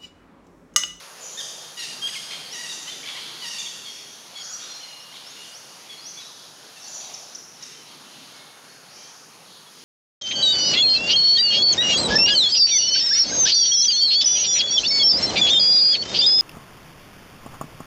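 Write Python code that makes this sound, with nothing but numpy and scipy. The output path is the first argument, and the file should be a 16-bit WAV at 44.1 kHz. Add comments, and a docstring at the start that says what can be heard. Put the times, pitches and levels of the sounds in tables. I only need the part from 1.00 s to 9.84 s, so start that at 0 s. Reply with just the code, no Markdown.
"""A leafy wood, where foliage and far surroundings rush and hiss from start to end: noise in bands that waver.
Falling whistles and a yelp open; nasal calls, churrs, squeals, rising whistles and peeps crowd in after them.
Level whistles and hoarse buzzes join later, then three sharp chips close by, and the calls thin out.
Each kind of call has one pitch gesture and one voice: a stack of partials with rasp, or a nearly pure tone.
Trunks and leaves scatter every note into a long tail; faint far birds and soft swells lie behind."""
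import sys
import numpy as np
from scipy import signal
from scipy.fft import rfft, irfft, next_fast_len
from scipy.io import wavfile
from scipy.ndimage import map_coordinates

SR = 44100
rng = np.random.default_rng(int(sys.argv[2]) if len(sys.argv) > 2 else 0)


def file_out(sig):
    """Save sig as 16-bit WAV at sys.argv[1]."""
    # one column per channel
    cols = np.atleast_2d(sig).T
    # limit, then scale
    lim = np.clip(cols, -1, 1)
    pcm = np.round(lim * 32767).astype(np.int16)
    wavfile.write(sys.argv[1], SR, pcm)


N = 389844
TIME = np.arange(N) / SR  # seconds
TOP_HZ = 15650  # no partials, and almost no sound, above this
BRIGHT_HZ = 7500  # a squeal's overtones are lifted above this
WOOD_T60_S, WOOD_TREBLE_T60_S = 1.8, 1.0  # time for the tail to fall by 60 dB
WOOD_BUILD_S = 0.024  # how slowly the scattered sound builds up
UPSLUR_CURVE = 1.7  # above 1, a rising whistle speeds up towards its top
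# roughness of the voices: 0 is smooth, 1 is very hoarse
NASAL_ROUGH, UPSLUR_ROUGH, PEEP_ROUGH, YELP_ROUGH, HELD_ROUGH = 0.33, 0.3, 0.34, 0.36, 0.14

# background levels before each layer's trim: t/s, low/dB, middle/dB, hiss/dB
BACKGROUND_LEVELS = [(0.0, -60.5, -49, -57.5), (0.86, -56.5, -51.5, -57), (1.01, -55, -49, -57),
                     (2.26, -56.5, -49, -57), (2.439, -57.5, -49.5, -56), (3.08, -58, -54.5, -59),
                     (3.489, -61, -51.5, -60.5), (4.65, -59.5, -52.5, -59.5), (5.54, -59.5, -53, -61.5),
                     (6.08, -60.5, -52.5, -59), (6.451, -59, -55.5, -62.5), (7.24, -59.5, -51.5, -61),
                     (8.08, -59.5, -53.5, -63.5), (8.84, -59.5, -55.5, -61)]
# relative spectrum of the background rush: f/Hz, level/dB
AIR_SPECTRUM = [(25, -43), (50, -46), (70, -24), (100, -9.5), (145, 0), (220, -1.5), (330, -3), (640, 2),
                (1200, 2), (1600, 0), (2100, -3), (3200, -0.5), (3900, -0.5), (4600, 1), (5400, -0.5),
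                (6500, -2.5)]
# relative spectrum of the treble hiss: f/Hz, level/dB
HISS_SPECTRUM = [(5500, -16.5), (6500, 9), (7500, -7), (8500, 0), (10200, 5.5), (11500, 0.5), (13000, -6),
                 (15500, -13)]
# edges of the low background bands that waver separately: f/Hz
LOW_EDGES = [20, 220, 480]
# the same for the middle bands: f/Hz
MIDDLE_EDGES = [480, 850, 1300, 1900]
# the same for the leaves: f/Hz
LEAVES_EDGES = [1900, 3000, 4600, 7000]
# filter for the stereo difference of the background: f/Hz, gain/dB
WIDTH_SPECTRUM = [(30, -5), (70, -10), (130, -22), (500, -17.5), (1400, -23), (6800, -24.5), (8200, -10),
                  (14000, -5)]
# far swells: t/s, length/s, centre f/Hz, width/Hz, level before the swell shape/dB
FAR_SWELLS = [(-.1, 0.98, 560, 250, -53), (3.314, 0.5, 1390, 390, -51.5), (5.727, 0.65, 704, 243, -51.5),
              (6.74, 0.8, 245, 121, -58)]
# how strongly leaves scatter; low notes pass them by: f/Hz, gain/dB
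LEAF_SCATTER = [(1900, -3.5), (3000, 0.5), (5000, 4.5), (6500, 2.5), (8200, 9.5), (11000, 1.5)]
# loudness of a whistle as it glides through the beak's resonance: f/Hz, gain/dB
BEAK_RESONANCE = [(4200, 0.5), (4900, -3), (5500, 3.5), (6200, 5), (7000, 2.5)]
# relative strength of the chirps' overtones: f/Hz, gain/dB
OVERTONE_SPECTRUM = [(900, -4), (1400, -8), (1900, 6.5), (2800, 6.5), (4500, 8), (6500, 6.5), (7600, -4),
                     (8500, -6), (10000, -3), (14000, -21)]
# relative spectrum of the rasp in chirps: f/Hz, gain/dB
RASP_SPECTRUM = [(700, -32), (1000, -18), (1500, 0.5), (1900, 3.5), (3300, 9.5), (5000, -2), (6500, -34),
                 (7800, -46), (10500, -39), (15000, -46)]

# Pitch gestures, evenly spaced along the note. Column: offset/semitones
FAR_GESTURE = [0.51, 0.052, -0.3]
# yelp: offset/semitones
YELP_GESTURE = [-1.19, 0.84, 0.15, -0.94, -2.0]
# churr: offset/semitones
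CHURR_GESTURE = [-2, -0.3, 0.5, -4.5]
# squeal: offset/semitones
SQUEAL_GESTURE = [-0.096, -0.034, 0.22]
# breaking squeal: offset/semitones
BREAK_GESTURE = [-1.5, 1.1, -2, -6.5, -7.5, -10]
# peep: offset/semitones
PEEP_GESTURE = [0.1, 0.15, -0.4]
# level whistle and buzz: offset/semitones
HELD_GESTURE = [0.14, -0.041, -0.061]
# falling whistle at start, middle and end: f/Hz
DOWNSLUR_PITCHES = [7130, 6340, 5710]
# chip, a quick dip: f/Hz
CHIP_PITCHES = [7460, 5390, 5660, 6300]

# Calls. Scattered levels are taken before LEAF_SCATTER colours them.
# buzzy falling whistles: t/s, length/s, direct/dB, scattered/dB
DOWNSLUR_CALLS = [(0.209, 0.04, -48, -37), (0.315, 0.11, -48.5, -41), (1.715, 0.032, -40, -38),
                  (1.813, 0.064, -46, -47), (2.585, 0.038, -37.5, -38), (3.514, 0.026, -43, -40.5),
                  (5.875, 0.086, -45.5, -40.5), (5.944, 0.023, -39, -41)]
# arched yelps, levels before they grow: t/s, length/s, f/Hz, throat f/Hz, direct/dB, scattered/dB
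YELP_CALLS = [(0.371, 0.044, 1768, 3560, -33, -40), (1.151, 0.025, 1772, 5450, -51, -44.5),
              (4.441, 0.019, 1623, 3480, -45, -49)]
# nasal calls: t/s, length/s, f/Hz, fall/semitones, throat f/Hz, overtones/dB, direct/dB, scattered/dB
NASAL_CALLS = [ (0.768, 0.086, 930, 1.5, 2800, -7.5, -35.5, -37),
               (0.789, 0.026, 1382, 0.19, 4230, 2, -35, -36.5),
               (0.908, 0.028, 918, 0.058, 4700, -6, -42, -53),
               (1.526, 0.034, 962, 1.35, 2900, -5, -37, -39.5),
               (1.553, 0.041, 954, 0.44, 1890, -4, -38, -41), (1.59, 0.03, 962, 1, 1900, -5, -35.5, -36),
               (1.632, 0.041, 926, 1.33, 2630, -4, -38, -36),
               (1.691, 0.039, 922, 1.06, 3600, -15, -35.5, -40.5),
               (1.872, 0.0326, 1025, -0.8, 3000, -15, -35, -42.5),
               (2.418, 0.04, 970, 1.5, 2980, -13, -35.5, -39.5),
               (2.45, 0.042, 937, 0.6, 1890, 9, -35.5, -37.5),
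               (2.506, 0.043, 921, 1.5, 2740, -10, -39, -36),
               (2.546, 0.041, 927, 0.98, 4700, -24, -41, -43),
               (4.362, 0.079, 1427, -0.14, 2830, -11, -46, -46),
               (4.9, 0.058, 1460, 1.1, 4350, -18, -52, -59),
               (5.199, 0.0403, 1297, 1.04, 3900, -17, -44, -44.5),
               (5.759, 0.031, 900, 0.21, 2700, -5, -46.5, -46),
               (6.608, 0.036, 947, 1.2, 3640, -6, -47, -44.5),
               (7.335, 0.093, 726, 0.69, 2170, -15, -56, -60),
               (7.967, 0.15, 793, -0.76, 3080, -7, -52.5, -62), ]
# harsh churrs, quick arched strokes: t/s, length/s, f/Hz, throat f/Hz, direct/dB, scattered/dB
CHURR_CALLS = [ (0.83, 0.03, 1146, 5000, -38.5, -38), (1.305, 0.029, 1104, 3230, -35.5, -34.5),
               (1.333, 0.02, 1118, 3350, -36.5, -40), (1.921, 0.028, 1133, 3450, -42, -44),
               (2.028, 0.028, 1187, 2400, -41.5, -49), (2.056, 0.047, 1102, 3180, -35.5, -40),
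               (2.087, 0.02, 1061, 3000, -36, -35), (2.106, 0.023, 1103, 3400, -39.5, -35),
               (2.151, .044, 1045, 2000, -41.5, -46), (2.161, 0.019, 1100, 3530, -39, -34.5),
               (2.22, 0.018, 1290, 4000, -43, -44), (3.594, 0.051, 1171, 3680, -46, -40.5),
               (4.12, 0.053, 1132, 3430, -45, -43), (5.998, 0.056, 1277, 3920, -49, -45),
               (6.854, 0.1, 1080, 4060, -49.5, -61), (7.038, 0.11, 1030, 3350, -53, -50.5), ]
# thin squeals, levels before they grow: t/s, length/s, f/Hz, overtones/dB, direct/dB, scattered/dB
SQUEAL_CALLS = [(1.009, 0.059, 1605, -22.5, -29, -43.5), (1.063, 0.0153, 1630, -24, -29.5, -42)]
# squeals that break downwards: t/s, length/s, f/Hz, direct/dB
BREAK_CALLS = [(1.069, .033, 1557, -36.5), (1.123, .058, 1676, -34)]
# rising whistles: t/s, length/s, start f/Hz, top f/Hz, direct/dB, scattered/dB
UPSLUR_CALLS = [ (1.454, 0.12, 4420, 6870, -42, -46), (2.4, 0.14, 4450, 6990, -43, -42.5),
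                (3.355, 0.11, 4345, 6910, -44.5, -40.5), (3.737, 0.033, 5200, 5750, -46.5, -49),
                (3.997, 0.05, 5200, 5840, -49, -57), (4.191, 0.134, 4350, 7050, -51, -56),
                (4.267, 0.028, 5270, 5620, -44, -56), (4.51, 0.075, 4560, 6940, -46.5, -50),
                (4.974, 0.128, 4210, 6850, -42.5, -43), ]
# peeps: t/s, length/s, f/Hz, direct/dB, scattered/dB
PEEP_CALLS = [ (1.899, 0.039, 1180, -39.5, -43), (2.577, 0.045, 1178, -35.5, -37),
              (2.655, 0.023, 1115, -36, -38.5), (2.854, 0.052, 1099, -39, -42),
              (3.349, 0.076, 1106, -38.5, -46), (4.887, 0.061, 1113, -42, -47.5),
              (5.167, 0.047, 1128, -41, -48), (6.739, 0.09, 1023, -54, -61), (8.661, 0.033, 1122, -53, -65),
              (8.763, 0.065, 1076, -60, -65), ]
# level whistles: t/s, length/s, f/Hz, direct/dB, scattered/dB
HELD_CALLS = [ (2.845, 0.029, 4380, -51, -44.5), (3.367, 0.18, 6720, -43.5, -57),
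              (3.525, 0.05, 5810, -36, -47), (3.585, 0.19, 5800, -46, -56), (3.67, 0.2, 4206, -45, -54),
              (3.765, 0.06, 5750, -48, -60), (3.825, 0.25, 4200, -51, -59), (3.807, 0.039, 3040, -48, -49),
              (3.828, 0.3, 2865, -50.5, -53.5), (4.15, 0.34, 3630, -67, -58.5),
              (7.4, 0.215, 2194, -63, -58.5), (7.36, 0.082, 4120, -59, -66),
              (7.39, 0.18, 3630, -58.5, -68.5), (7.678, 0.08, 4380, -58, -58), (8.3, 0.071, 4310, -62, -67),
              ]
# hoarse buzzes farther off: t/s, length/s, f/Hz, direct/dB
BUZZ_CALLS = [(2.868, 0.11, 5600, -53), (3.07, 0.072, 5860, -53), (5.174, 0.06, 5120, -55),
              (5.775, 0.029, 3980, -57), (5.798, 0.064, 5740, -46.5), (5.827, 0.039, 4570, -50),
              (7.877, 0.1, 4730, -58.5), (7.907, 0.066, 5620, -55), (7.926, 0.14, 6250, -58)]
# sharp chips close by: t/s, length/s, direct/dB, scattered/dB
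CHIP_CALLS = [(6.139, 0.013, -33, -39), (6.349, 0.012, -33, -37), (6.625, 0.017, -36.5, -39.5)]


def undb(db):
    """Turn decibels into a gain."""
    return 10 ** (np.asarray(db) / 20)


def unit(x):
    """Scale to an average (rms) level of 1."""
    return x / np.sqrt(np.mean(x ** 2))


def gain_at(hz, points):
    """Read the gain from a spectrum of (f/Hz, level/dB) points, joined on a log axis."""
    f, db = np.transpose(points)
    return undb(np.interp(np.log(np.maximum(hz, 1)), np.log(f), db))


def colour(x, points):
    """Filter a sound by a spectrum of (f/Hz, level/dB) points."""
    size = next_fast_len(len(x), True)
    gain = gain_at(np.fft.rfftfreq(size, 1 / SR), points)
    return irfft(rfft(x, size) * gain, size)[:len(x)]


def bandpass(x, order, edges):
    """Keep only what lies between two frequencies."""
    return signal.sosfilt(signal.butter(order, edges, "band", fs=SR, output="sos"), x)


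def walk(t, rate):
    """Wander smoothly at random with a spread near 1, passing about rate random points a second."""
    knots = rng.standard_normal(4096)
    return map_coordinates(knots, [t * rate], order=3, mode="wrap")


def background(low_db=2, middle_db=0.5, leaves_db=-48.5, hiss_db=6.0,
               flicker_db=1.5, leaves_flicker_db=2.0, flicker_rate=9):
    """Far rumble, canopy rush and fine hiss, all from noise; the bands below the hiss waver on their own."""
    s, *columns = np.transpose(BACKGROUND_LEVELS)
    low, middle, hiss = (np.interp(TIME, s, c) for c in columns)
    # leaves follow the hiss and end at leaves_db
    leaves = leaves_db + (hiss - hiss[-1])
    out = undb(hiss + hiss_db) * unit(colour(rng.standard_normal(N), HISS_SPECTRUM))
    layers = (
        (LOW_EDGES, low + low_db, flicker_db),
        (MIDDLE_EDGES, middle + middle_db, flicker_db),
        (LEAVES_EDGES, leaves, leaves_flicker_db),
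    )
    for edges, db, depth_db in layers:
        rush = 0
        for band in zip(edges, edges[1:]):
            noise = bandpass(rng.standard_normal(N), 5, band)
            rush = rush + noise * undb(depth_db * walk(TIME, flicker_rate))
        out = out + unit(colour(rush, AIR_SPECTRUM)) * undb(db)
    return out


def swells():
    """Far sounds, smeared by distance into soft narrow bands of noise that rise and sink."""
    out = np.zeros(N)
    for start, length, hz, width, db in FAR_SWELLS:
        band = bandpass(rng.standard_normal(N), 2, [hz - width / 2, hz + width / 2])
        shape = np.sin(np.pi * np.clip((TIME - start) / length, 0, 1))
        out += undb(db) * unit(band) * shape
    return out


def bend(hz, semitones):
    """Lay a pitch gesture on a note's pitch."""
    return hz * 2 ** (np.array(semitones) / 12)


def add(paths, start, note, direct_db, scattered_db):
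    """Send a note along the straight path (row 0) and into the trees (row 1)."""
    i = max(int(start * SR), 0)
    note = note[..., :N - i]
    paths[:, i:i + note.shape[-1]] += undb([[direct_db], [scattered_db]]) * note


def syrinx(length, pitches, rough, attack_s=0.0027, release_s=0.0031):
    """Make a note's phase, pitch and loudness: pitch glides and wavers, and a rough note flutters more."""
    jitter, jitter_rate = 0.05, 600  # quick pitch wander at roughness 1, in random points a second
    waver, waver_rate = 0.01196, 110  # the same for the slower wander
    shimmer_db = 4  # loudness flutter at roughness 1
    t = np.arange(int(length * SR)) / SR
    unsteady = jitter * rough * walk(t, jitter_rate)
    unsteady = unsteady + waver * np.sqrt(abs(rough)) * walk(t, waver_rate)
    # a smooth curve through all the pitches
    knots = np.linspace(0, 1, len(pitches))
    glide = np.polyval(np.polyfit(knots, pitches, len(knots) - 1), t / length)
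    hz = glide * (1 + unsteady)
    # attack and release hold for a 0.19 s note: longer notes swell more gently, shorter ones faster
    ease = np.sqrt(length / 0.19)
    edges = np.clip(np.minimum(t / attack_s, (length - t) / release_s) / ease, 0, 1)
    shimmer = shimmer_db * np.sqrt(abs(rough)) * np.tanh(walk(t, jitter_rate / 2))
    pressure = np.sin(np.pi / 2 * edges) ** 2 * undb(shimmer)
    return 2 * np.pi * np.cumsum(hz) / SR, hz, pressure


def whistle(length, pitches, rough, fade_db=0, flutter_db=3.5, attack_s=0.0013, release_s=0.003):
    """A nearly pure note with a faint octave, shaped by the beak; it flutters and may fade."""
    phase, hz, pressure = syrinx(length, pitches, rough, attack_s, release_s)
    t = np.arange(len(phase)) / SR
    flutter = flutter_db * walk(t, 60)
    pressure = pressure * gain_at(hz, BEAK_RESONANCE) * undb(flutter - fade_db * t / length)
    octave = undb(-30) * np.sin(2 * phase)
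    return unit(pressure * (np.sin(phase) + octave))


def far_birds(count=40, far_db=-56, low_hz=2700, high_hz=6300, length_s=0.067,
              scatter_db=3, fade_db_per_s=1):
    """Birds deep in the wood whistle at random, heard only by way of the trees; they slowly quieten."""
    paths = np.zeros((2, N))
    for when, height, size in rng.random((count, 3)):
        start = when * (N / SR - length_s)
        hz = low_hz * (high_hz / low_hz) ** height
        db = far_db + scatter_db * (2 * size - 1) - fade_db_per_s * start
        add(paths, start, whistle(length_s, bend(hz, FAR_GESTURE), rough=0.42), db, db)
    return paths[1]


def wood(x, early_db=3, early_t60_s=0.16, patchy_db=3):
    """Scatter sound: a quick burst from the nearest leaves, then a trunk tail whose treble dies first."""
    t = np.arange(int(1.5 * SR)) / SR

    def fade(t60):
        """Die away by 60 dB in t60 seconds."""
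        return np.exp(-np.log(1000) * t / t60)

    echoes = rng.standard_normal(len(t)) * undb(patchy_db * walk(t, 500))
    low = signal.sosfilt(signal.butter(1, 4500, fs=SR, output="sos"), echoes)
    tail = low * fade(WOOD_T60_S) + (echoes - low) * fade(WOOD_TREBLE_T60_S)
    burst = undb(early_db) * echoes * fade(early_t60_s)
    response = (tail + burst) * (1 - np.exp(-t / WOOD_BUILD_S))
    return signal.fftconvolve(x, response / np.linalg.norm(response))[:N]


def falling_whistles(paths):
    """Nearly pure notes glide down; strong roughness makes them buzz."""
    for start, length, direct_db, scattered_db in DOWNSLUR_CALLS:
        add(paths, start, whistle(length, DOWNSLUR_PITCHES, rough=0.59), direct_db, scattered_db)


def chirp(length, pitches, throat_hz, overtones_db, rough, spill_db=0, bright_db=0,
          throat_width_hz=420, rasp_db=-1, attack_s=0.0031):
    """A harmonic note, direct and scattered: the throat lifts partials near it, and roughness adds rasp."""
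    phase, hz, pressure = syrinx(length, pitches, rough, attack_s)
    k = np.arange(1, 15)[:, None]  # partial numbers
    partials = np.sin(k * phase + 2 * np.pi * rng.random(k.shape)) * (k * hz < TOP_HZ)
    throat = np.exp(-.5 * ((k * hz - throat_hz) / throat_width_hz) ** 2)
    lifted = np.sum(partials * throat, axis=0)
    tilt = gain_at(k * hz, OVERTONE_SPECTRUM) * undb(bright_db * (k * hz > BRIGHT_HZ))
    overtones = undb(overtones_db) * np.sum(partials * tilt, axis=0)
    # extra overtones spill into the trees only
    voice = (lifted + undb([[0], [spill_db]]) * overtones) / np.std(lifted + overtones)
    # air escapes in one puff per cycle
    puffs = rng.standard_normal(SR)[:len(phase)] * (1 + np.cos(phase))
    rasp = unit(colour(puffs, RASP_SPECTRUM))
    note = pressure * (voice + undb(rasp_db) * rough ** 2 * rasp)
    return note / np.std(note[0])


def crescendo(note, db):
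    """Let a note grow by db from its start to its end."""
    return note * undb(db * np.linspace(-.5, .5, note.shape[-1]))


def yelps(paths):
    """Arched notes, rich in overtones, that grow louder."""
    for start, length, hz, throat_hz, direct_db, scattered_db in YELP_CALLS:
        note = chirp(length, bend(hz, YELP_GESTURE), throat_hz, overtones_db=-11,
                     rough=YELP_ROUGH, spill_db=8, attack_s=0.012)
        add(paths, start, crescendo(note, 6), direct_db, scattered_db)


def nasal_calls(paths):
    """Raspy harmonic notes coloured by the throat, each with its own sag in pitch."""
    for start, length, hz, fall, throat_hz, overtones_db, direct_db, scattered_db in NASAL_CALLS:
        sag = fall * np.array([1 / 3, 1 / 6, -2 / 3])
        note = chirp(length, bend(hz, sag), throat_hz, overtones_db,
                     rough=NASAL_ROUGH, rasp_db=7, attack_s=0.011)
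        add(paths, start, note, direct_db, scattered_db)


def churrs(paths):
    """Quick arched strokes, made harsh by a rough voice and a wide throat resonance."""
    for start, length, hz, throat_hz, direct_db, scattered_db in CHURR_CALLS:
        note = chirp(length, bend(hz, CHURR_GESTURE), throat_hz, overtones_db=-17,
                     rough=0.76, throat_width_hz=720)
        add(paths, start, note, direct_db, scattered_db)


def squeals(paths):
    """Thin, smooth notes carried by their second partial, growing louder."""
    for start, length, hz, overtones_db, direct_db, scattered_db in SQUEAL_CALLS:
        note = chirp(length, bend(hz, SQUEAL_GESTURE), 2 * hz, overtones_db,
                     rough=0.096, spill_db=15.5, bright_db=2.5, attack_s=0.041)
        add(paths, start, crescendo(note, 5), direct_db, scattered_db)


def breaking_squeals(paths, wet_db=-4):
    """Raspy harmonic notes whose pitch breaks steeply downwards."""
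    for start, length, hz, db in BREAK_CALLS:
        note = chirp(length, bend(hz, BREAK_GESTURE), throat_hz=2690, overtones_db=-13,
                     rough=0.535, throat_width_hz=390)
        add(paths, start, note, db, db + wet_db)


def rising_whistles(paths):
    """Nearly pure notes that speed up on the way to the top."""
    for start, length, hz, top_hz, direct_db, scattered_db in UPSLUR_CALLS:
        rise = hz + (top_hz - hz) * np.linspace(0, 1, 3) ** UPSLUR_CURVE
        note = whistle(length, rise, rough=UPSLUR_ROUGH, attack_s=0.0095, release_s=0.011)
        add(paths, start, note, direct_db, scattered_db)


def peeps(paths):
    """Soft-edged harmonic notes carried by their third partial."""
    for start, length, hz, direct_db, scattered_db in PEEP_CALLS:
        note = chirp(length, bend(hz, PEEP_GESTURE), 3 * hz, overtones_db=-20.5,
                     rough=PEEP_ROUGH, attack_s=0.017)
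        add(paths, start, note, direct_db, scattered_db)


def level_whistles(paths):
    """Smooth, nearly pure notes that hold their pitch and fade."""
    for start, length, hz, direct_db, scattered_db in HELD_CALLS:
        note = whistle(length, bend(hz, HELD_GESTURE), rough=HELD_ROUGH, fade_db=3,
                       attack_s=0.008, release_s=0.013)
        add(paths, start, note, direct_db, scattered_db)


def buzzes(paths, wet_db=4):
    """Level notes farther off, made hoarse by strong roughness and sent mostly into the trees."""
    for start, length, hz, db in BUZZ_CALLS:
        note = whistle(length, bend(hz, HELD_GESTURE), rough=0.99)
        add(paths, start, note, db, db + wet_db)


def chips(paths, attack_s=0.001, release_s=0.0013):
    """Pure notes that start at once, dip in pitch and come partway back."""
    for start, length, direct_db, scattered_db in CHIP_CALLS:
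        phase, _, _ = syrinx(length, CHIP_PITCHES, rough=0.4)
        t = np.arange(len(phase)) / SR
        edges = np.clip(np.minimum(t / attack_s, (length - t) / release_s), 0, 1)
        add(paths, start, unit(np.sin(phase) * edges), direct_db, scattered_db)


def scene(wood_side_db=-22):
    """The birds sit near the centre; the background spreads widest in its deep rumble and high hiss."""
    paths = np.zeros((2, N))
    for calls in (falling_whistles, yelps, nasal_calls, churrs, squeals, breaking_squeals,
                  rising_whistles, peeps, level_whistles, buzzes, chips):
        calls(paths)
    direct, scattered = paths
    scattered = colour(scattered + far_birds(), LEAF_SCATTER)
    mid = direct + wood(scattered) + background() + swells()
    side = colour(background(), WIDTH_SPECTRUM) + undb(wood_side_db) * wood(scattered)
    return np.array([mid + side, mid - side])


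def record(dry):
    """Cut the top steeply with a low-pass filter."""
    return signal.sosfilt(signal.ellip(10, .1, 80, TOP_HZ, fs=SR, output="sos"), dry)


dry = scene()
out = record(dry)
file_out(out)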